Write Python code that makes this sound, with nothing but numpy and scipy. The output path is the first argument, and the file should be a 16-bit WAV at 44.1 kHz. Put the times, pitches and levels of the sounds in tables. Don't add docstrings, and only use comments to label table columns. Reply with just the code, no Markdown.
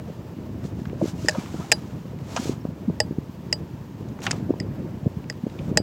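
import sys
import numpy as np
from scipy import signal
from scipy.io import wavfile
from scipy.ndimage import uniform_filter1d

SR = 44100
rng = np.random.default_rng(int(sys.argv[2]) if len(sys.argv) > 2 else 0)


def gain_from_db(level_db):
    decades = np.asarray(level_db, float) / 20
    return 10 ** decades


def wav_record(signal):
    frames = np.transpose(np.atleast_2d(signal))
    bounded = np.clip(frames, -1, 1)
    quanta = np.round(bounded * 32767).astype(np.int16)
    wavfile.write(sys.argv[1], SR, quanta)


N = 256750

# time_s, level_db
BREEZE = [(0.0, -34), (0.14, -36), (0.39, -35.5), (0.91, -32.5), (1.77, -37), (2.01, -35), (2.56, -33.5),
          (3.16, -36.5), (3.4, -37.5), (3.65, -34.5), (3.82, -38.5), (4.07, -36.5), (4.21, -33),
          (4.72, -32.5), (5.15, -34.5), (5.4, -37), (5.69, -30.5), (5.82, -31.5)]


def evened(x):
    return x / np.sqrt(np.mean(x ** 2) + 1e-20)


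def add(mix, start_s, sound):
    part = mix[round(start_s * SR):][:len(sound)]
    part += sound[:len(part)]


def noise(colour, patchy_db, flicker_db, size):
    hop = size // 4
    hz = np.fft.rfftfreq(size, 1 / SR)
    real, imaginary, patches = rng.standard_normal((N // hop + 5, len(hz), 3)).T
    patches = uniform_filter1d(patches, size=5, axis=0)
    patches = evened(uniform_filter1d(patches, size=6, axis=1))
    flicker = evened(uniform_filter1d(rng.standard_normal(real.shape[1]), size=4))
    colour_hz, colour_db = np.transpose(colour)
    shape_db = np.interp(np.log(hz + 1), np.log(colour_hz + 1), colour_db, left=-90, right=-90)[:, None]
    level_db = shape_db + patchy_db * patches + flicker_db * flicker
    spectra = (real + 1j * imaginary) * gain_from_db(level_db)
    return evened(signal.istft(spectra, nperseg=size, noverlap=size - hop)[1][:N])


def struck(modes_hz, modes, rise_s, spread_db, scatter=1):
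    t = np.arange(SR // 6) / SR
    out = np.zeros(len(t))
    chances = rng.random((len(modes), 2))
    for hz, (mode_db, t60_s), (phase, luck) in zip(modes_hz, modes, chances):
        level = gain_from_db(mode_db + spread_db * (2 * luck - 2.5) - 60 * t / t60_s)
        out += level * np.sin(2 * np.pi * (hz * t + scatter * phase))
    return out * np.sin(np.pi / 2 * np.clip(t / rise_s, 0, 1)) ** 2


def broad(x, hz, sharpness):
    for _ in range(2):
        x = signal.lfilter(*signal.iirpeak(hz, sharpness, SR), x)
    return x / abs(x).max()


def water_hiss():
    # pitch_hz, level_db (per Hz)
    hiss_colour = [(530, -48), (900, 2), (1460, -15.5), (1810, -10), (2100, -20.5), (2770, -14),
                   (4080, -20), (4780, -18.5), (7380, -22.5), (9400, -30), (15100, -22), (15600, -23),
                   (16200, -29)]
    return gain_from_db(-55.5) * noise(hiss_colour, patchy_db=0.7, flicker_db=1.0, size=1024)


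def squeaks():
    # start_s, level_db, start_hz, end_hz, length_ms
    glides = [(1.175, -51, 2800, 2830, 35), (1.180, -46, 1020, 950, 30), (1.318, -38, 1700, 1630, 12),
              (1.350, -43, 1270, 1226, 52), (1.362, -29, 610, 580, 11), (1.368, -46, 2430, 2310, 50),
              (1.560, -43, 1380, 1320, 20), (1.598, -36.5, 990, 970, 21), (1.605, -41.5, 1210, 1370, 42),
              (1.640, -39, 830, 805, 20), (2.598, -59, 5500, 5480, 32)]
    out = np.zeros(N)
    for start_s, level_db, start_hz, end_hz, length_ms in glides:
        hz = np.linspace(start_hz, end_hz, round(length_ms * SR / 1000))
        waver = uniform_filter1d(rng.standard_normal(4000), size=150)[:len(hz)]
        hz = hz * (1 + 0.12 * waver)
        tone = np.sin(2 * np.pi * np.cumsum(hz) / SR)
        add(out, start_s, gain_from_db(level_db) * np.hanning(len(hz)) * tone)
    return out


def strap():
    # pitch_hz, level_db (per Hz)
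    rub_colour = [(410, -25), (700, 1), (898, -2), (984, -4.5), (1280, -6), (1800, -9), (1940, -13),
                  (2190, -7.5), (2400, -11), (7010, -12), (9230, -23), (16000, -29)]
    # fastest_s, peak_db, rise_s, fall_s, dull_db (relative)
    strokes = [(.1, -66, .1, 0.069, 6), (.66, -55.5, .05, 0.053, -14), (.8, -63, .08, .1, -12),
               (1.09, -46.5, 0.11, 0.037, -2), (1.25, -51.5, 0.14, 0.25, -4), (1.4, -51, 0.17, 0.12, 2.5),
               (1.58, -54, 0.36, 0.48, 1.5), (2.34, -52, 0.13, 0.11, 0.5), (2.42, -45, 0.12, 0.12, -4),
               (2.48, -47, 0.11, 0.076, -4), (2.525, -53.5, .06, 0.028, 3), (4.088, -60, .012, .015, -8),
               (4.235, -43, 0.016, .04, -2), (4.258, -44.5, .04, .018, 1.5),
               (4.31, -52.5, 0.088, 0.12, 5.5), (5.69, -63, 0.52, .07, 2)]
    drop_db, bend = -18, 1.34
    creep_db, creep_dull_db = -71, 7
    slips = noise(rub_colour, patchy_db=0.0, flicker_db=1.0, size=256)
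    dull = signal.sosfilt(signal.butter(2, 4300, fs=SR, output="sos"), slips)
    t = np.arange(N) / SR
    fine = gain_from_db(2 * creep_db)
    pressed = gain_from_db(2 * (creep_db + creep_dull_db))
    for fastest_s, peak_db, rise_s, fall_s, dull_db in strokes:
        away = abs(t - fastest_s) / np.where(t < fastest_s, rise_s, fall_s)
        power = gain_from_db(2 * (peak_db + drop_db * away ** bend))
        fine = fine + power
        pressed = pressed + power * gain_from_db(2 * dull_db)
    return gain_from_db(7.5) * (np.sqrt(fine) * (slips - dull) + np.sqrt(pressed) * dull)


def gear():
    # start_s, peak_db, thud_hz, edge_db (relative), t60_s (time to fade by 60 dB)
    knocks = [(0.641, -38, 1300, -25, .03), (.871, -58, 1500, 13, .015), (0.898, -35, 1850, -37, 0.014),
              (.907, -50, 2000, -9, .012), (1.310, -34, 1650, 9, 0.021), (1.460, -30, 1540, -18, 0.017),
              (1.910, -41.5, 2290, -9, 0.016), (2.189, -39, 2500, -8, .015), (2.363, -17, 770, -5, 0.067),
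              (2.365, -19, 2740, 0, 0.031), (4.19, -30, 1040, -19.5, 0.022), (4.205, -57, 1000, 18, 0.018),
              (4.219, -31, 2500, -5, 0.03), (4.2659, -14.5, 1270, -5, 0.021),
              (4.3104, -13, 1540, 0.5, 0.0067), (4.3136, -20.5, 3700, 11.5, 0.014),
              (4.316, -20, 2500, -13, 0.037), (4.331, -25, 1010, -8, 0.014),
              (5.242, -36.5, 1770, -37, 0.019), (5.326, -38.5, 1300, -2.2, 0.017),
              (5.499, -38, 2500, -18, 0.02)]
    # start_s, peak_db, thud_hz, edge_db (relative), t60_s
    bumps = [(0.855, -31.5, 1540, -26, 0.023), (1.349, -24, 700, -14, 0.04),
             (2.3652, -21.5, 1310, -4, 0.019), (2.373, -19.5, 980, -8, 0.05),
             (4.2677, -9.5, 1400, -10.5, 0.018), (4.271, -19, 810, -0.5, 0.061),
             (5.590, -43.5, 1200, 12.5, 0.037)]
    out, t = np.zeros(N), np.arange(SR // 10) / SR
    blows = [(*row, 5700) for row in knocks] + [(*row, 2440) for row in bumps]
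    for start_s, peak_db, thud_hz, edge_db, t60_s, edge_hz in blows:
        fade_s = max(t60_s, 0.004)
        rattle = rng.standard_normal(len(t)) * gain_from_db(-60 * t / fade_s) * np.clip(t / 0.00017, 0, 1)
        rattle += 0.036 * rng.standard_normal(len(t)) * gain_from_db(-15 * t / fade_s)
        rattle[12] -= 6.5
        thud = broad(rattle, thud_hz, sharpness=1.1)
        edge = broad(rattle, edge_hz, sharpness=2.2)
        add(out, start_s - 0.0004, gain_from_db(peak_db) * (thud + gain_from_db(edge_db) * edge))
    return signal.sosfilt(signal.butter(3, 8500, fs=SR, output="sos"), out)


def fitting():
    # start_s, peak_db, then relative levels seat_db, bright_db, hull_db
    clicks = [
        (1.2595, -35, 2, -1, -21),
        (1.2849, -8, 4.5, -2.5, -11),
        (1.2934, -21, 7, 0.5, -2),
        (1.7177, -5, -3, 1, -15),
        (1.72199, -5, 1, -1, -12),
        (3.0024, -5, -2, -6, -8),
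        (3.5272, -6.5, -7.5, -9, -21),
        (4.6006, -22, 2.5, -12, -21),
        (5.2991, -21, 5.5, -6.5, -11.5),
        (5.7729, -3, -2.5, -4, -11.5),
    ]
    snap_hz, snap_modes = [5140, 5340, 3300, 2740], [(4.5, 0.038), (1, 0.024), (-21, 0.033), (-11.5, 0.0304)]
    ring_hz, ring_modes = [4867, 4619, 2998, 7740, 8059, 6430], [(-13, 0.077), (-18, 0.041), (-35, 0.09), (-33, 0.078),
                                            (-36, 0.09), (-44, 0.052)]
    bright_hz, bright_modes = [6430, 7030, 7520, 7940, 8720], [(-1.5, .016), (-1, 0.018), (7.5, 0.0069), (-15, 0.024),
                                                  (-15, 0.0076)]
    glance_hz, glance_modes = [2560, 3990, 9890, 10450, 10680, 10900, 13000, 14800], [(4.5, 0.0097), (-19, 0.054), (-49, .15), (-45, 0.18),
                                                  (-41, 0.065), (-13, 0.015), (-28, .008), (-27, 0.0099)]
    hull_hz, hull_modes = [615, 832, 465], [(2.5, 0.064), (-1, 0.051), (-1.5, 0.049)]
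    seat_modes = [(4.5, 0.017), (-11.0, 0.033), (-15.5, 0.027)]
    out, t = np.zeros(N), np.arange(SR // 6) / SR
    crack_band = signal.butter(3, [1600, 8600], "band", fs=SR, output="sos")
    for start_s, peak_db, seat_db, bright_db, hull_db in clicks:
        seat_hz = (1767 - 19.5 * bright_db) * np.array([1, 0.92, 1.05])
        seat = struck(seat_hz, seat_modes, rise_s=0.0015, spread_db=3.0)
        snap = struck(snap_hz, snap_modes, rise_s=0.0021, spread_db=1.1, scatter=0.05)
        snap *= 0.087 + 0.86 * np.cos(np.pi / 2 * np.clip((t - 0.0022) / 0.00178, 0, 1))
        ring = struck(ring_hz, ring_modes, rise_s=0.0012, spread_db=1.1, scatter=0.05)
        bright = struck(bright_hz, bright_modes, rise_s=0.00056, spread_db=3.5)
        glance = struck(glance_hz, glance_modes, rise_s=0.0005, spread_db=1.5)
        hull = struck(hull_hz, hull_modes, rise_s=0.00054, spread_db=3.5)
        crack = signal.sosfilt(crack_band, rng.standard_normal(len(t)) * gain_from_db(-60 * t / 0.022))
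        crack *= np.clip(t / 0.0018, 0, 1)
        sound = snap - ring
        sound += gain_from_db(seat_db) * seat
        sound += gain_from_db(bright_db) * bright
        sound += gain_from_db(3.0 * bright_db) * glance
        sound += gain_from_db(hull_db + 2.5) * hull
        sound += gain_from_db(bright_db - 1.5) * crack
        add(out, start_s - 0.0003, gain_from_db(peak_db) * sound)
    return out


def eddies():
    # crest_s, peak_db, swing_hz, length_ms
    puffs = [(1.017, -15, 576, 5.5), (1.02, -23, 247, 10), (1.027, -14, 189, 8.1), (1.03, -16.5, 328, 14.4),
             (1.042, -12, 288, 4.3), (1.057, -16, 286, 3.3), (1.249, -18.5, 298, 7.2),
             (1.356, -25.5, 550, 18), (1.386, -13.5, 206, 7), (1.544, -17, 198, 2.1),
             (2.399, -17, 220, 8.6), (2.457, -20, 297, 3.9), (2.496, -10, 264, 3.7), (2.653, -14.5, 210, 4),
             (2.885, -13.5, 218, 11), (2.894, -18.5, 195, 7.8), (2.899, -24.5, 526, 3.3),
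             (2.902, -14, 164, 11), (3.111, -15, 213, 3.7), (3.186, -12, 166, 4.8), (4.496, -18, 294, 7.5),
             (4.507, -6.5, 295, 5.2), (4.609, -16.5, 160, 8.4), (5.061, -20, 430, 3.1),
             (5.068, -7.5, 137, 6.6), (5.076, -18.5, 324, 2), (5.44, -17, 187, 8.7),
             (5.468, -13.5, 250, 4.1), (5.717, -13, 174, 5.5), (5.802, -13, 231, 4.6)]
    # crest_s, peak_db, swing_hz
    light = [(.101, -29, 460), (.388, -23.5, 235), (.494, -24.5, 178), (.653, -22, 203), (.82, -21, 173),
             (.872, -21, 152), (.932, -22.5, 397), (1.082, -22.5, 227), (1.142, -22, 155),
             (1.441, -27, 190), (1.601, -21.5, 150), (2.653, -25.5, 530), (2.056, -25, 206),
             (2.222, -26, 142), (2.434, -28, 127), (2.69, -18, 147), (3.051, -22, 174), (3.126, -23, 170),
             (3.296, -24, 207), (4.009, -23, 197), (4.103, -24.5, 160), (4.284, -19.5, 155),
             (4.429, -17, 156), (4.54, -20, 368), (4.688, -21.5, 146), (4.797, -20.5, 132),
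             (5.033, -21.5, 131), (5.172, -18.5, 154), (5.683, -21, 160), (5.727, -21, 307)]
    place, size, tone = rng.random((40, 3)).T
    crest_s = 0.05 + place * (N / SR - 0.1)
    peak_db = np.interp(crest_s, *np.transpose(BREEZE)) + 5 + 3.5 * (2 * size - 1)
    swing_hz = 160 * (1 + 0.18 * (2 * tone - 1))
    light = list(light) + list(zip(crest_s, peak_db, swing_hz))
    return list(puffs) + [(s, db, hz, 1000 * 1.25 / hz) for s, db, hz in light]


def wind():
    # pitch_hz, level_db (per Hz)
    breeze_colour = [(15, -69), (25, -39), (41, -27.5), (96, 3), (312, -8), (425, -14), (477, -16.5),
                     (601, -18.5), (715, -23.5), (818, -27.5), (1110, -32.5), (2500, -41), (3250, -56),
                     (5500, -120)]
    breeze_db = np.interp(np.arange(N) / SR, *np.transpose(BREEZE))
    out = gain_from_db(breeze_db + 0.87) * noise(breeze_colour, patchy_db=2.0, flicker_db=2.0, size=1024)
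    t = np.arange(-1500, 1500) / SR
    rows = eddies()
    chances = rng.uniform(-0.96, 1, (len(rows), 3))
    for (crest_s, peak_db, swing_hz, length_ms), (phase, glide, kink) in zip(rows, chances):
        turn = 2 * np.pi * swing_hz * t * (1 + 5.0 * glide * t) + 1.1 * phase
        swell = np.exp(-(t * 1000 / (0.56 * length_ms)) ** 2)
        wiggle = 0.42 * np.cos((1.62 + 0.76 * kink) * turn) * np.exp(-(1.5 * swing_hz * t) ** 2)
        add(out, crest_s + t[0], gain_from_db(peak_db - 1.5) * swell * (np.cos(turn) + wiggle))
    return out


def scene():
    return (water_hiss() + squeaks() + strap() + gear() + fitting() + wind())[None]


def band_limit(x):
    return signal.sosfilt(signal.butter(12, 16850, fs=SR, output="sos"), x)


def record(dry):
    cut = signal.sosfilt(signal.butter(3, 68, "high", fs=SR, output="sos"), dry)
    limit = 0.9
    held = limit * np.tanh(cut / limit)
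    held = signal.oaconvolve(held, signal.firwin(255, 16300, fs=SR)[None], "same")
    return band_limit(held)


dry = scene()
out = record(dry)
wav_record(out)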